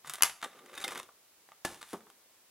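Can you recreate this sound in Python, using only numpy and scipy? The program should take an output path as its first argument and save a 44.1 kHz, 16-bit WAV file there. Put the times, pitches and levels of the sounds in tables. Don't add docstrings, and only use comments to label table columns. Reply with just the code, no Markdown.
import sys
import numpy as np
from scipy import signal
from scipy.fft import rfft, irfft
from scipy.io import wavfile

SR = 44100
rng = np.random.default_rng(int(sys.argv[2]) if len(sys.argv) > 2 else 0)


def dump_mix(stems):
    frames = np.atleast_2d(stems).T
    limited = np.clip(frames, -1, 1)
    pcm = np.round(limited * 32767).astype(np.int16)
    wavfile.write(sys.argv[1], SR, pcm)


N = 110250
T = np.arange(N) / SR


def amp(db):
    return 10 ** (np.asarray(db) / 20)


def unit(x):
    return x / np.sqrt(np.sum(x ** 2) + 1e-20)


def read(points, hz):
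    f, value = np.transpose(points)
    return np.interp(np.log(hz + 1), np.log(f + 1), value)


def level(points):
    return amp(np.interp(T, *np.transpose(points), left=-np.inf, right=-np.inf))


def add(mix, start_s, sound):
    part = mix[round(start_s * SR):][:len(sound)]
    part += sound[:len(part)]


def colour(x, points, tilt_db=0, pivot_hz=400):
    hz = np.fft.rfftfreq(4096, 1 / SR)
    db = read(points, hz) + tilt_db * np.log2(np.maximum(hz / pivot_hz, 1))
    log_gain = np.log(amp(np.r_[db, db[-2:0:-1]]))
    taps = np.fft.ifft(np.exp(np.conj(signal.hilbert(log_gain)))).real
    return signal.fftconvolve(x, taps[:len(hz)])[:len(x)]


def tilted(x, tilt_db):
    return unit(colour(x, [(1, 0)], tilt_db, pivot_hz=1310))


def burst(fade_s):
    t = T[:SR // 5]
    fade = np.exp(-t / max(fade_s, 1e-5))
    x = rng.standard_normal(len(t)) * fade
    for _ in range(3):
        z = rfft(x)
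        x = irfft(z / (abs(z) + 1e-12), len(t)) * np.sqrt(fade)
    return unit(x)


def ring_mode(t, pitch_hz, t60_s):
    return unit(np.sin(2 * np.pi * pitch_hz * t) * np.exp(-np.log(1000) * t / t60_s))


def strike(spectrum, modes, modes_db, crack_s, ring_db, ring_s):
    t = T[:SR // 5]
    noise = burst(crack_s) + amp(ring_db) * burst(ring_s)
    dense = unit(colour(noise, spectrum))
    clear = np.zeros(len(t))
    for pitch_hz, level_db, t60_s in modes:
        clear += amp(level_db) * rng.choice([-1, 1]) * ring_mode(t, pitch_hz, t60_s)
    return unit(dense + amp(modes_db) * clear)


def grains(per_s, spread_db):
    size = amp(spread_db * np.minimum(rng.exponential(1, N), 3)) * rng.choice([-1, 1], N)
    happens = rng.random(N) < per_s / SR
    return unit(size * happens) * np.sqrt(N)


def rattle(fade_s, per_s, spread_db):
    chatter = grains(per_s, spread_db)
    return chatter * (np.exp(-T / fade_s) - np.exp(-2 * T / fade_s))


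# pitch_hz, level_db
AIR_COLOUR = [(15, -62), (25, -18), (240, -9), (400, -4), (16000, -13)]
# pitch_hz, level_db
STEREO_WIDTH = [(300, -23), (1200, -20), (5000, -12), (16000, -7.5)]


def room_air(side_db):
    mid = colour(rng.standard_normal(N), AIR_COLOUR)
    side = colour(rng.standard_normal(N), AIR_COLOUR)
    side = amp(side_db) * colour(side, STEREO_WIDTH)
    air_db = -66.5
    return amp(air_db) * np.array([mid + side, mid - side]) / np.std(mid)


# pitch_hz, t60_s
ROOM_FADE = [(300, 0.523), (1100, 0.35), (7000, 0.32), (16000, 0.24)]


def room(x):
    tail_db, early_db, delay_s = -13, -10.5, 0.009
    hz, t, z = signal.stft(rng.standard_normal(SR // 2), SR, nperseg=256)
    fade = np.exp(-np.log(1000) * t / read(ROOM_FADE, hz)[:, None])
    tail = signal.istft(z * fade, SR)[1]
    echo = np.zeros(SR)
    add(echo, delay_s, amp(tail_db) * unit(tail))
    add(echo, delay_s, amp(early_db) * burst(fade_s=0.02))
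    return signal.fftconvolve(x, echo)[:N]


def place(x, left_db, spread_db, wet_db):
    mid = x + amp(wet_db) * room(x)
    apart = amp(spread_db) * signal.hilbert(x).imag + amp(wet_db + 1.0) * room(x)
    width = amp(read(STEREO_WIDTH, np.fft.rfftfreq(N, 1 / SR)))
    side = irfft(rfft(apart) * width, N)
    treble_band = signal.butter(1, [3000, 13000], "band", fs=SR, output="sos")
    treble = signal.sosfiltfilt(treble_band, x)
    side = side + np.tanh(np.log(amp(left_db)) / 2) * treble
    return np.array([mid + side, mid - side])


def bump():
    start_s, length_s, pitch_hz, level_db = 0.05, 0.085, 148, -59.5
    out = np.zeros(N)
    t = T[:round(length_s * SR)]
    add(out, start_s, amp(level_db) * np.sin(2 * np.pi * pitch_hz * t) * np.hanning(len(t)))
    return out


# start_s, energy_db
SETTLING_THUMPS = [(1.9304, -14), (1.9374, -10), (1.944, -17.5)]
# pitch_hz, level_db
DULL_COLOUR = [(30, -18.5), (90, -16.5), (165, 1.5), (420, 4.5), (600, -1), (1200, -0.5), (2200, -20),
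               (16000, -42)]
# pitch_hz, level_db, t60_s
CUSHIONED_TRAY_MODES = [(210, -3, .07), (395, -1, .06)]


def thumps():
    out = np.zeros(N)
    for start_s, energy_db in SETTLING_THUMPS:
        thump = strike(DULL_COLOUR, CUSHIONED_TRAY_MODES, modes_db=-6.5,
                       crack_s=0.0078, ring_db=-3.5, ring_s=0.02)
        add(out, start_s, amp(energy_db) * thump)
    return out


# start_s, energy_db, brightness_db_per_octave
HOLLOW_KNOCKS = [(1.649, -7, 1.5), (1.6512, -4.5, 0)]
# pitch_hz, level_db
HOLLOW_COLOUR = [(30, -24.5), (100, -11.5), (230, -1), (350, 4.5), (520, -0.5), (800, 4), (1300, -0.5),
                 (2050, -6.5), (2700, -4.5), (10000, -7.5), (16000, -25)]
# pitch_hz, level_db, t60_s
TRAY_RESONANCES = [(242, -19.5, 0.084), (350, -15, 0.088), (827, -10.5, 0.05), (1715, -8.5, 0.044),
                   (2020, -11.5, 0.026), (9800, -15, 0.013)]


def knocks():
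    chatter_db = -13
    out = np.zeros(N)
    for start_s, energy_db, tilt_db in HOLLOW_KNOCKS:
        blow = strike(HOLLOW_COLOUR, TRAY_RESONANCES, modes_db=6, crack_s=0.0046, ring_db=0, ring_s=0.017)
        add(out, start_s, amp(energy_db) * tilted(blow, tilt_db))
        chatter = rattle(fade_s=0.047, per_s=400, spread_db=3)
        chatter = unit(colour(chatter, HOLLOW_COLOUR, tilt_db=-1))
        add(out, start_s, amp(energy_db + chatter_db) * chatter)
    return out


# time_s, level_db
DRAG_LEVEL = [(0.43, -62), (0.455, -48.5), (0.5, -67.5), (0.58, -60.5), (0.78, -60.5), (0.87, -51),
              (0.99, -55), (1.07, -75)]
# pitch_hz, level_db
DRAG_TONE = [(70, -40), (150, -13), (240, 2.5), (420, -0.5), (820, -2), (1300, -15), (16000, -35)]
# pitch_hz, level_db, t60_s
DRAGGED_TRAY_MODES = [(342, -8, 0.059), (522, -3.5, 0.14), (770, -4.5, 0.02)]


def drag():
    hollow = strike(DRAG_TONE, DRAGGED_TRAY_MODES, modes_db=-1.5, crack_s=0.0026, ring_db=-7, ring_s=0.012)
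    slips = grains(per_s=900, spread_db=3.5)
    ringing = signal.fftconvolve(slips, hollow)[:N]
    return np.sqrt(N) * unit(ringing) * level(DRAG_LEVEL)


# time_s, level_db
BRUSH_LEVEL = [(1.66, -53), (1.70, -55), (1.75, -60.5), (1.81, -67), (1.87, -60), (1.912, -54.5),
               (1.98, -64)]
# pitch_hz, level_db
SHEET_TONE = [(40, -35.5), (130, -15), (450, -9.5), (1120, 2.5), (1550, -0.5), (2100, -3), (2600, -6.5),
              (3500, -5.5), (4400, -12), (10000, -13.5), (16000, -31)]


def brush():
    rustle = colour(grains(per_s=7200, spread_db=4.0), SHEET_TONE, tilt_db=4.0)
    return np.sqrt(N) * unit(rustle) * level(BRUSH_LEVEL)


def stick_slip():
    points_per_s, depth_db = 120, 5.5
    knots = np.clip(rng.standard_normal(4096), -2, 2)
    wander = np.interp(T * points_per_s, np.arange(len(knots)), knots)
    return unit(amp(depth_db * wander)) * np.sqrt(N)


# time_s, level_db
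RUB_FORCE = [(0.04, -54.5), (0.06, -47), (0.11, -47.5), (0.19, -54.5), (0.5, -63.5), (0.585, -57),
             (0.63, -66.5), (0.73, -57), (0.87, -59), (0.9, -53), (0.995, -50.5), (1.02, -86)]
# pitch_hz, level_db, t60_s
SLEEVE_RESONANCES = [(786, -15, 0.0393), (1182, -7.5, 0.045), (1997, -12, 0.015), (3696, -11.5, .02),
                     (6840, -32, .012)]


def rub():
    out, grip, force = 0, stick_slip(), level(RUB_FORCE)
    for _ in range(4):
        spot = strike(SHEET_TONE, SLEEVE_RESONANCES, modes_db=2, crack_s=0.00087, ring_db=-9, ring_s=0.0069)
        slips = grains(per_s=500, spread_db=0.0) * grip * force
        out += signal.fftconvolve(slips, tilted(spot, tilt_db=2.0))[:N] / 2
    soft = signal.sosfiltfilt(signal.butter(4, 3400, fs=SR, output="sos"), out)
    return soft + np.sqrt(force / force.max()) * (out - soft)


def sliding():
    no_bass = signal.butter(2, 160, "high", fs=SR, output="sos")
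    return signal.sosfilt(no_bass, rub() + drag() + brush())


# start_s, length_s, pitch_hz, level_db
EDGE_SQUEAKS = [(0.8396, 0.0073, 3570, -33.5), (0.8433, 0.0143, 2094, -39)]


def squeaks():
    out = np.zeros(N)
    for start_s, length_s, pitch_hz, level_db in EDGE_SQUEAKS:
        t = T[:round(length_s * SR)]
        tone = np.sqrt(2) * np.sin(2 * np.pi * pitch_hz * t)
        add(out, start_s, amp(level_db) * tone * signal.windows.tukey(len(t), .5))
    return out


# start_s, length_s, level_db
SHEET_SCRAPES = [(0.071, 0.0098, -45), (0.095, 0.007, -46), (0.438, 0.0092, -40), (0.75, 0.008, -48.5),
                 (0.776, 0.0076, -39), (0.8, 0.0053, -44), (0.812, 0.019, -44), (0.8404, 0.009, -34),
                 (0.8784, 0.004, -34), (0.905, .03, -46.5), (0.949, 0.006, -43.5), (0.974, 0.0058, -39.5),
                 (0.9905, 0.0027, -46.5), (0.997, 0.004, -40), (1.812, 0.0078, -46.5)]


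def scrapes():
    slips_per_s, timing_jitter, spread_db = 1400, 0.38, -3
    out = np.zeros(N)
    for start_s, length_s, level_db in SHEET_SCRAPES:
        gap, size = rng.standard_normal((2, 64))
        at_s = np.r_[0, np.cumsum(np.exp(timing_jitter * gap))[:-1]] / slips_per_s
        push = amp(spread_db * size) * rng.choice([-1, 1], len(at_s))
        inside = at_s < length_s
        slips = np.zeros(round(length_s * SR) + 1)
        slips[(at_s[inside] * SR).astype(int)] = push[inside]
        sheet = strike(SHEET_TONE, SLEEVE_RESONANCES, modes_db=1.0, crack_s=0.0027, ring_db=-8.0, ring_s=0.014)
        run = tilted(signal.fftconvolve(slips, sheet), tilt_db=2.5)
        add(out, start_s, amp(level_db) * np.sqrt(len(slips)) * run)
    return out


# start_s, energy_db, brightness_db_per_octave
CREASE_CLICKS = [(0.0464, -24, -11), (0.0966, -11.5, 4.5), (0.137, -12.5, 7), (0.1558, -19, 4),
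                 (0.2085, -15.5, -4), (0.297, -17, 0), (0.416, -26, 2), (0.4275, -14, -1),
                 (0.4302, -13, -3), (0.4449, -13, -1), (0.661, -29.5, 1), (0.741, -24.5, -0.5),
                 (0.8878, -16.5, -3.5), (0.9081, -20, -0.5), (0.9205, -16, 0), (0.9575, -15, -2.5),
                 (0.999, -19, -9), (1.031, -27.5, 2.5), (1.089, -29, -13.5), (1.489, -32, -6),
                 (1.519, -27, -4.5), (1.745, -27, 2.5), (1.8286, -20, 1), (1.932, -21.5, 4.5),
                 (2.007, -35, -2.5), (2.069, -34, -8.5), (2.101, -31, 2)]


def clicks():
    out = np.zeros(N)
    for start_s, energy_db, tilt_db in CREASE_CLICKS:
        tick = strike(SHEET_TONE, SLEEVE_RESONANCES, modes_db=-3, crack_s=.002, ring_db=-3, ring_s=.012)
        add(out, start_s, amp(energy_db) * tilted(tick, tilt_db))
    return out


# start_s, energy_db, crack_s (fade setting of the crack), ring_db
CATCH_SNAPS = [(0.223, 7, 0.0012, -2.5), (0.2339, 6.5, 0.0024, -15.5)]
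# pitch_hz, level_db
SNAP_TONE = [(40, -27.5), (400, -31), (1100, -1.5), (1600, -4), (2700, -5), (3600, -11.5), (7000, -2.5),
             (8200, -8.5), (10000, 0.5), (10900, 0), (12400, -9.5), (16000, -21.5)]
# pitch_hz, level_db, t60_s
CATCH_RESONANCES = [(1190, -16.5, 0.042), (2084, -13.5, 0.054), (2950, -11, 0.016), (4720, -9, 0.0061),
                    (7100, -12, .01), (8990, -12.5, 0.012), (11140, -4.5, 0.0037)]


def snaps():
    shudder_db = -12.5
    out = np.zeros(N)
    for start_s, energy_db, crack_s, ring_db in CATCH_SNAPS:
        snap = strike(SNAP_TONE, CATCH_RESONANCES, modes_db=1, crack_s=crack_s, ring_db=ring_db, ring_s=0.0081)
        add(out, start_s, amp(energy_db) * snap)
        shudder = rattle(fade_s=0.021, per_s=900, spread_db=4)
        shudder = unit(colour(shudder, SHEET_TONE, tilt_db=2.0))
        add(out, start_s, amp(energy_db + shudder_db) * shudder)
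    return out


def scene():
    handling = clicks() + scrapes() + squeaks() + sliding() + knocks() + thumps() + bump()
    catch = place(snaps(), left_db=4.0, spread_db=3.5, wet_db=-2.0)
    handling = place(handling, left_db=0.5, spread_db=1.0, wet_db=-1.5)
    return catch + handling + room_air(side_db=12.5)


def record(dry):
    low_pass = signal.firwin(255, 16000, window=("kaiser", 9), fs=SR)
    return signal.oaconvolve(np.clip(dry, -1, 1), low_pass[None], "same")


dry = scene()
out = record(dry)
dump_mix(out)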